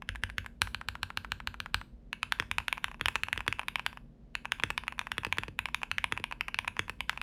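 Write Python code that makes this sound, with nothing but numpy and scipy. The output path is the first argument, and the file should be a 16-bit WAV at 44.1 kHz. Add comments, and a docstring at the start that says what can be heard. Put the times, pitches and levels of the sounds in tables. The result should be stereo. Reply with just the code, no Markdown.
"""A heavy, foam-damped mechanical keyboard on a desk mat, close by in a small room.
One corner key is tapped repeatedly, then both hands type fast. Each key clacks down and knocks back
up more softly: a contact tick plus damped modes of plate, housing and keycap. The spacebar is deeper,
the desk thumps and rumbles under the blows, and a low hum fills the pauses."""
import sys
import numpy as np
from scipy import signal
from scipy.fft import rfft, irfft
from scipy.io import wavfile

SR = 44100
rng = np.random.default_rng(int(sys.argv[2]) if len(sys.argv) > 2 else 0)


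def file_out(sig):
    """Save sig as 16-bit WAV at sys.argv[1]."""
    # one column per channel
    cols = np.atleast_2d(sig).T
    # limit, then scale
    lim = np.clip(cols, -1, 1)
    pcm = np.round(lim * 32767).astype(np.int16)
    wavfile.write(sys.argv[1], SR, pcm)


N = 318402
AGE_S = np.arange(SR // 4) / SR   # time since a contact
CLACK_SAMPLES = SR // 20

# Lightly touched keycap. Each row: frequency in Hz, level in dB, T60 in seconds.
TOUCH_MODES = [(1012, 0.93, 0.011), (1694, -1, 0.0076), (2583, -1.2, 0.0067)]
# Desk under a key. Each row: frequency in Hz, level in dB, T60 in seconds.
DESK_MODES = [(57, 2, 0.15), (91.5, 6.5, 0.18), (200, 0, 0.049), (305, -2.5, 0.019), (512.5, -2, 0.034)]
# Keys bottoming out. Each row: start in seconds, key, level in dB, desk thump in dB.
PRESSES = [(0.09, "edge", -17, -42.5), (0.236, "edge", -14.5, -41), (0.382, "edge", -15, -42),
           (2.1296, "bright", -18.5, -61), (2.2302, "pinging", -13.5, -52.5), (2.3223, "full", -10, -60),
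           (2.5135, "crisp", -16, -46), (2.5834, "pinging", -11.5, -46.5), (2.6819, "full", -14.5, -66),
           (2.7271, "hollow", -13, -70), (2.8429, "full", -13, -52.5), (3.058, "full", -9.5, -47),
           (3.2345, "bright", -13.5, -50), (3.3291, "blunt", -11, -48), (3.526, "round", -16, -67),
           (3.6834, "crisp", -17, -59), (3.7571, "hollow", -14, -66), (3.8635, "full", -11, -54.5),
           (4.3525, "bright", -16, -61), (4.5202, "full", -11, -56), (4.778, "crisp", -15, -53),
           (4.8802, "round", -15.5, -62), (4.9923, "crisp", -16, -55), (5.1176, "full", -15.5, -53),
           (5.3255, "hollow", -12, -49), (5.5903, "pinging", -12.5, -48.5), (5.6565, "hollow", -16.5, -71),
           (5.7454, "crisp", -14, -64), (5.9145, "bright", -14.5, -50), (5.9829, "blunt", -12.5, -52),
           (6.042, "hollow", -11.5, -53), (6.2404, "hollow", -16, -61), (6.4092, "round", -13.5, -60),
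           (6.4825, "round", -21, -65), (6.544, "bright", -17.5, -55), (6.5884, "hollow", -12.5, -53),
           (6.6793, "pinging", -15.5, -52), (7.0062, "hollow", -17, -57), (7.095, "full", -12, -64),
           (7.215, "pinging", -20, -60)]
# Keys springing back. Each row: start in seconds, key, level in dB.
RELEASES = [(0.1575, "edge", -24), (0.2995, "edge", -26.5), (0.4619, "edge", -25), (2.779, "letter", -24),
            (3.2847, "letter", -21.5), (3.4055, "letter", -20.5), (3.594, "letter", -15),
            (3.795, "letter", -19.5), (4.4544, "letter", -19), (4.5987, "letter", -23.5),
            (5.4343, "letter", -20), (5.8321, "letter", -16), (6.1754, "letter", -19.5),
            (6.324, "letter", -20), (7.1751, "letter", -23)]
# Corner key going down. Each row: start in seconds, level in dB, tick in dB.
CORNER_DOWN = [(0.6179, -6, -26.5), (0.746, -16, -42.5), (0.8859, -14, -38.5), (1.0309, -13, -39),
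               (1.1731, -13, -38), (1.3194, -13, -37.5), (1.473, -14, -40.5), (1.6022, -17, -42),
               (1.744, -7.5, -31.5)]
# Spacebar going down. Each row: start in seconds, level in dB.
SPACE_DOWN = [(2.399, -13.5), (3.0114, -17), (3.3765, -19.5), (3.4793, -12), (4.6359, -11), (5.1812, -16),
              (5.3842, -15), (6.1231, -15), (6.793, -12.5)]


def from_db(db):
    """Decibels to gain."""
    return 10 ** (np.asarray(db) / 20)


def unit_rms(x):
    """Scale to rms 1."""
    return x / np.sqrt(np.mean(x ** 2) + 1e-20)


def at_hz(points, hz):
    """Interpolate a table over log frequency."""
    known_hz, values = np.transpose(points)
    return np.interp(np.log(np.maximum(hz, 1)), np.log(known_hz), values)


def butterworth(x, hz, kind):
    """Causal Butterworth filter."""
    return signal.sosfilt(signal.butter(2, hz, kind, fs=SR, output="sos"), x + 1e-18)


def add(track, start_s, sound):
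    """Mix a sound into the track."""
    start = int(np.clip(round(start_s * SR), 0, N - 1))
    track[start:start + len(sound)] += sound[:N - start]


def ring(modes, size=CLACK_SAMPLES):
    """Damped sines; adjacent modes swing in opposite directions."""
    out = np.zeros(size)
    for k, (hz, db, t60_s) in enumerate(modes):
        age_s = AGE_S[:min(size, np.searchsorted(AGE_S, 2 * t60_s))]
        out[:len(age_s)] += (-1) ** k * from_db(db - 60 * age_s / t60_s) * np.sin(2 * np.pi * hz * age_s)
    return out


def struck(modes, level_db):
    """Modes at the strength of one blow."""
    return [(hz, level_db + db, t60_s) for hz, db, t60_s in modes]


def fingered(modes, level_db, detune=.012):
    """Struck modes, shifted in pitch as the finger never lands on quite the same spot."""
    return [(hz * (1 + detune * rng.normal()), db, t60_s) for hz, db, t60_s in struck(modes, level_db)]


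def background(rumble_db=-56, hiss_db=-83):
    """Steady rumble, hiss and hum of the room."""
    # Rumble spectrum. Each row: frequency in Hz, relative density in dB.
    spectrum = [(21, -32.5), (35, 6.5), (38, 8), (98, -29), (123, -2), (205, -7.5), (239, -10),
                (342, -16.5), (557, -21), (1110, -36.5), (16000, -65)]
    # Hum. Each row: frequency in Hz, rms level in dB.
    tones = [(54, -59.5), (235, -64)]
    colour = from_db(at_hz(spectrum, np.fft.rfftfreq(N, 1 / SR)))
    rumble = unit_rms(irfft(rfft(rng.standard_normal(N)) * colour, N))
    rad_per_hz = 2 * np.pi * np.arange(N) / SR
    hum = sum(np.sqrt(2) * from_db(db) * np.sin(hz * rad_per_hz + rng.uniform(0, 2 * np.pi))
              for hz, db in tones)
    hiss = unit_rms(butterworth(rng.standard_normal(N), 3000, "low"))
    return from_db(rumble_db) * rumble + from_db(hiss_db) * hiss + hum


def tick():
    """Bright first contact: a snap and a gritty scrape, with the energy of 1 ms at rms 1."""
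    # Stem hitting housing. Each row: frequency in Hz, level in dB, T60 in seconds.
    modes = [(4930, 0.5, 0.0013), (7270, -3.5, 0.0013), (10010, -3, 0.0016), (14520, -15, 0.00066)]
    age_s = AGE_S[:SR // 100]
    scrape = 0.78 * rng.standard_normal(len(age_s)) * from_db(-60 * age_s / 0.0067)
    snap = signal.fftconvolve(scrape + (age_s == 0), ring(modes))[:CLACK_SAMPLES]
    return snap / np.sqrt(np.sum(snap ** 2) / (SR // 1000))


def add_stroke(track, start_s, modes, tick_db, bounce_db, slide_db, shiver_db=-27, shiver_t60_s=0.022):
    """The stem slides and hits its stop; the loose cap bounces twice and its neighbours shiver."""
    clack = butterworth(ring(modes), 600, "high") + from_db(tick_db) * tick()
    peak = np.abs(clack).max()
    add(track, start_s, clack)
    for k, lag_s in enumerate(np.cumsum(rng.uniform(0.0034, .005, 2))):
        add(track, start_s + lag_s, from_db(bounce_db - 17 * k + 2 * rng.normal()) * clack)
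    neighbours = [(hz, shiver_db + 3 * rng.normal(), shiver_t60_s) for hz in rng.uniform(870, 3284, 8)]
    add(track, start_s, peak * ring(neighbours))
    travel_s = rng.uniform(0.004, 0.019)
    friction = rng.standard_normal(int(travel_s * SR))
    rub = unit_rms(signal.fftconvolve(friction, clack[:SR // 200])[:len(friction)])
    swell = np.linspace(.5, 1, len(rub))
    add(track, start_s - travel_s, from_db(slide_db) * peak * rub * swell)


def soft_taps():
    """Soft taps on the keycaps: light finger touches and quieter keys springing back."""
    # Each row: start in seconds, level in dB.
    taps = [(0.0217, -30.5), (2.424, -30), (2.6019, -32), (2.8822, -32), (2.9147, -32.5), (2.9439, -36),
            (3.465, -32.5), (3.615, -34), (3.6323, -35), (3.929, -36.5), (3.9728, -32.5), (4.8362, -32),
            (4.869, -40), (4.9236, -29.5), (4.9808, -36), (5.0139, -29), (5.0696, -27.5), (5.234, -29.5),
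            (5.3718, -31), (5.6865, -31.5), (5.817, -33), (6.3122, -29.5), (6.4852, -28),
            (6.6462, -30.5), (6.6765, -23.5), (6.7672, -29.5), (6.8811, -33), (7.1295, -34)]
    out = np.zeros(N)
    for start_s, db in taps:
        add_stroke(out, start_s, struck(TOUCH_MODES, db), db - 23, bounce_db=-14.5, slide_db=-36)
    return out


def key_presses():
    """Keys bottom out, each with its own clack, and thump the desk."""
    # Plate, housing and keycap modes. Each row: frequency in Hz, level in dB, T60 in seconds.
    edge = [(934, -24.5, 0.0093), (1601, -2.5, 0.01), (2090, -3, 0.0061), (2667, -5.5, 0.0085),
            (3284, -4.5, 0.0043)]   # near the board's edge
    bright = [(943, -14, 0.008), (1611, -3.5, 0.006), (2650, -0.5, 0.0081), (4220, -9.5, 0.0044)]   # little plate, mostly keycap
    rounded = [(993, -12.0, 0.012), (1280, -8.5, 0.013), (2070, 4, 0.0034), (2665, 2.2, 0.0052)]   # nothing above the lowest keycap mode
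    hollow = [(1002, -8, 0.013), (1630, -11.5, 0.013), (2341, 0.14, 0.0075), (3290, -0.5, 0.0026)]   # strong plate, weak housing
    full = [(953, -10, 0.01), (1556, -0.74, 0.0071), (2500, 4.5, 0.0023), (2975, -1.9, 0.0064),
            (3536, -8, 0.0062)]   # all parts ring evenly
    crisp = [(990, -8, 0.013), (1640, 0, 0.0038), (2435, -0.2, 0.0088), (3640, -7, 0.0079)]   # clear upper keycap mode
    pinging = [(941, -10.5, 0.0102), (1444, -3.5, 0.0055), (2535, -1.5, 0.0093), (3945, -10, 0.0044)]   # one keycap mode stands out
    blunt = [(926, -17, 0.01), (1410, 1.2, 0.0037), (1880, 9, 0.0026), (2850, 4.5, 0.0017)]   # one broad, damped hump
    # Each entry: modes, tick in dB relative to the stroke.
    keys = {"edge": (edge, -20.5), "bright": (bright, -21), "round": (rounded, -22.5),
            "hollow": (hollow, -22), "full": (full, -21), "crisp": (crisp, -18),
            "pinging": (pinging, -21), "blunt": (blunt, -22)}
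    out = np.zeros(N)
    desk = ring(DESK_MODES, len(AGE_S))
    for start_s, key, db, thump_db in PRESSES:
        modes, tick_db = keys[key]
        add_stroke(out, start_s, fingered(modes, db), db + tick_db, bounce_db=-27.5, slide_db=-46.5)
        add(out, start_s, from_db(thump_db) * desk + spring())
    return out


def spring(mode_db=-60, t60_s=.22):
    """The steel coils in a switch ring on faintly after the blow."""
    return ring([(hz, mode_db, t60_s) for hz in rng.uniform(2150, 3050, 9)], len(AGE_S))


def desk_rumble(t60_s=0.9):
    """The desk rumbles on after each push, louder after harder ones."""
    pushes = [(start_s, thump_db - 3) for start_s, _, _, thump_db in PRESSES]
    pushes += [(start_s, db - 38) for start_s, db in SPACE_DOWN]
    pushes += [(start_s, db - 37) for start_s, db, _ in CORNER_DOWN]
    fade = from_db(-60 * np.arange(SR) / SR / t60_s)
    power = np.zeros(N)
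    for start_s, db in pushes:
        add(power, start_s, (from_db(db) * fade) ** 2)
    return np.sqrt(power) * unit_rms(butterworth(rng.standard_normal(N), [47, 62], "band"))


def rocking_caps(level_db=-39, spread_db=3, mean_lead_s=.011):
    """A loose cap rocks with a soft tap as a finger leaves a key or the thumb lands on the spacebar."""
    out = np.zeros(N)
    tap = butterworth(ring(TOUCH_MODES), 600, "high")
    for stroke_s, *_ in list(RELEASES) + list(SPACE_DOWN):
        gain = from_db(level_db + spread_db * rng.normal())
        lead_s = mean_lead_s * (.5 + rng.random())
        add(out, stroke_s - lead_s, gain * (tap + from_db(-23) * tick()))
    return out


def key_releases():
    """Keys spring back against their upper stop; all letter keys sound alike."""
    # Upstroke modes. Each row: frequency in Hz, level in dB, T60 in seconds.
    edge = [(881, -11, 0.007), (1618, -2.7, 0.0121), (2195, 2, 0.0027), (3735, -7, 0.0021)]
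    letter = [(960, -4.5, 0.01), (1660, -6.5, 0.0072), (2440, 4.0, 0.0054), (2660, 4.4, 0.0035)]
    out = np.zeros(N)
    for start_s, key, db in RELEASES:
        modes, tick_db = (edge, -22) if key == "edge" else (letter, -26)
        add_stroke(out, start_s, fingered(modes, db), db + tick_db, bounce_db=-15, slide_db=-44.5)
    return out


def corner_key():
    """Repeated taps: a bright clack and a desk thump going down, a softer knock coming up."""
    # Key modes. Each row: frequency in Hz, level in dB, T60 in seconds.
    down_modes = [(844, -10.5, 0.0097), (1420, 5.5, 0.0021), (1605, -2, 0.01), (2364, -12.5, 0.013),
                  (2867, -2, 0.0045), (4113, -7, 0.0048)]
    sheen_modes = [(8140, 4, .003), (10100, -0.5, .004), (13500, 0, .004)]
    up_modes = [(980, -6.5, 0.0089), (1353, -3, 0.012), (1510, 2, 0.0046), (2474, 1.5, 0.0014)]
    # Each row: start in seconds, level in dB.
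    upstrokes = [(0.6727, -23.5), (0.813, -22), (0.9536, -22.5), (1.1032, -22), (1.2466, -22.5),
                 (1.4022, -24.5), (1.5422, -25.5), (1.6601, -22.5), (1.814, -25)]
    out = np.zeros(N)
    desk = ring(DESK_MODES, len(AGE_S))
    for start_s, db, tick_db in CORNER_DOWN:
        modes = struck(down_modes, db) + struck(sheen_modes, tick_db)
        add_stroke(out, start_s, modes, tick_db, bounce_db=-23, slide_db=-44)
        add(out, start_s, from_db(db - 33) * desk)
    for start_s, db in upstrokes:
        add_stroke(out, start_s, struck(up_modes, db), db - 31, bounce_db=-14, slide_db=-34.5)
    return out


def spacebar():
    """The long bar clacks at both stops and thumps case and desk."""
    # Modes of the bar and of case and desk. Each row: frequency in Hz, level in dB, T60 in seconds.
    down_modes = [(947, -11, 0.0083), (1800, 4, 0.0038), (2644, -4, 0.0088), (3380, -8.5, 0.013)]
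    up_modes = [(858, -5.5, 0.01), (1315, 9.5, 0.0014), (1700, -1, 0.0078), (2575, -4, 0.0084)]
    case_modes = [(95, 0.92, 0.21), (134.3, 2.6, 0.086), (214, 4.3, 0.038), (307, 3, 0.052),
                  (469, 6.4, 0.033)]
    # Each row: start in seconds, level in dB, case thump in dB.
    upstrokes = [(3.0837, -11.5, -67), (3.156, -10.5, -52), (4.7033, -15.5, -47), (5.2486, -15.5, -58),
                 (5.2666, -27.5, -41.5), (5.482, -29, -43), (6.1987, -34, -46.5), (6.8958, -19.5, -48)]
    out = np.zeros(N)
    case = ring(case_modes, len(AGE_S))
    for start_s, db in SPACE_DOWN:
        add_stroke(out, start_s, struck(down_modes, db), db - 19.5, bounce_db=-24, slide_db=-47)
        add(out, start_s, from_db(db - 27) * case)
    for start_s, db, thump_db in upstrokes:
        add_stroke(out, start_s, struck(up_modes, db), db - 21.5, bounce_db=-11.5, slide_db=-41.5)
        add(out, start_s, from_db(thump_db) * case)
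    return out


def room_reverb(x, wet_db=-17, arrival_s=0.0022):
    """Diffuse reflections, dying band by band."""
    # Reverb spectrum. Each row: frequency in Hz, relative density in dB.
    colour = [(150, 7.5), (1500, -1.5), (4000, 0), (9000, 1), (15000, 3)]
    # Reverb decay. Each row: frequency in Hz, T60 in seconds.
    decay = [(200, 0.33), (2500, 0.26), (14000, 0.38)]
    age_s = np.arange(SR // 2) / SR
    response = np.zeros(len(age_s))
    edges_hz = np.geomspace(100, 17000, 12)
    for low_hz, high_hz in zip(edges_hz, edges_hz[1:]):
        hz = np.sqrt(low_hz * high_hz)
        band = butterworth(rng.standard_normal(len(age_s)), [low_hz, high_hz], "band")
        response += band * from_db(at_hz(colour, hz) - 60 * age_s / at_hz(decay, hz))
    response *= np.clip(age_s / arrival_s - 1, 0, 1)
    return from_db(wet_db) * signal.fftconvolve(x, response / np.linalg.norm(response))[:N]


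def scene():
    """Keyboard and room; one close microphone feeds both channels."""
    strokes = key_presses() + key_releases() + corner_key() + spacebar() + soft_taps()
    direct = strokes + rocking_caps() + desk_rumble()
    return np.tile(direct + room_reverb(direct) + background(), (2, 1))


def record(dry):
    """Steep low-pass."""
    cutoff_hz = 16800
    return signal.sosfilt(signal.ellip(10, .1, 70, cutoff_hz, fs=SR, output="sos"), dry)


dry = scene()
out = record(dry)
file_out(out)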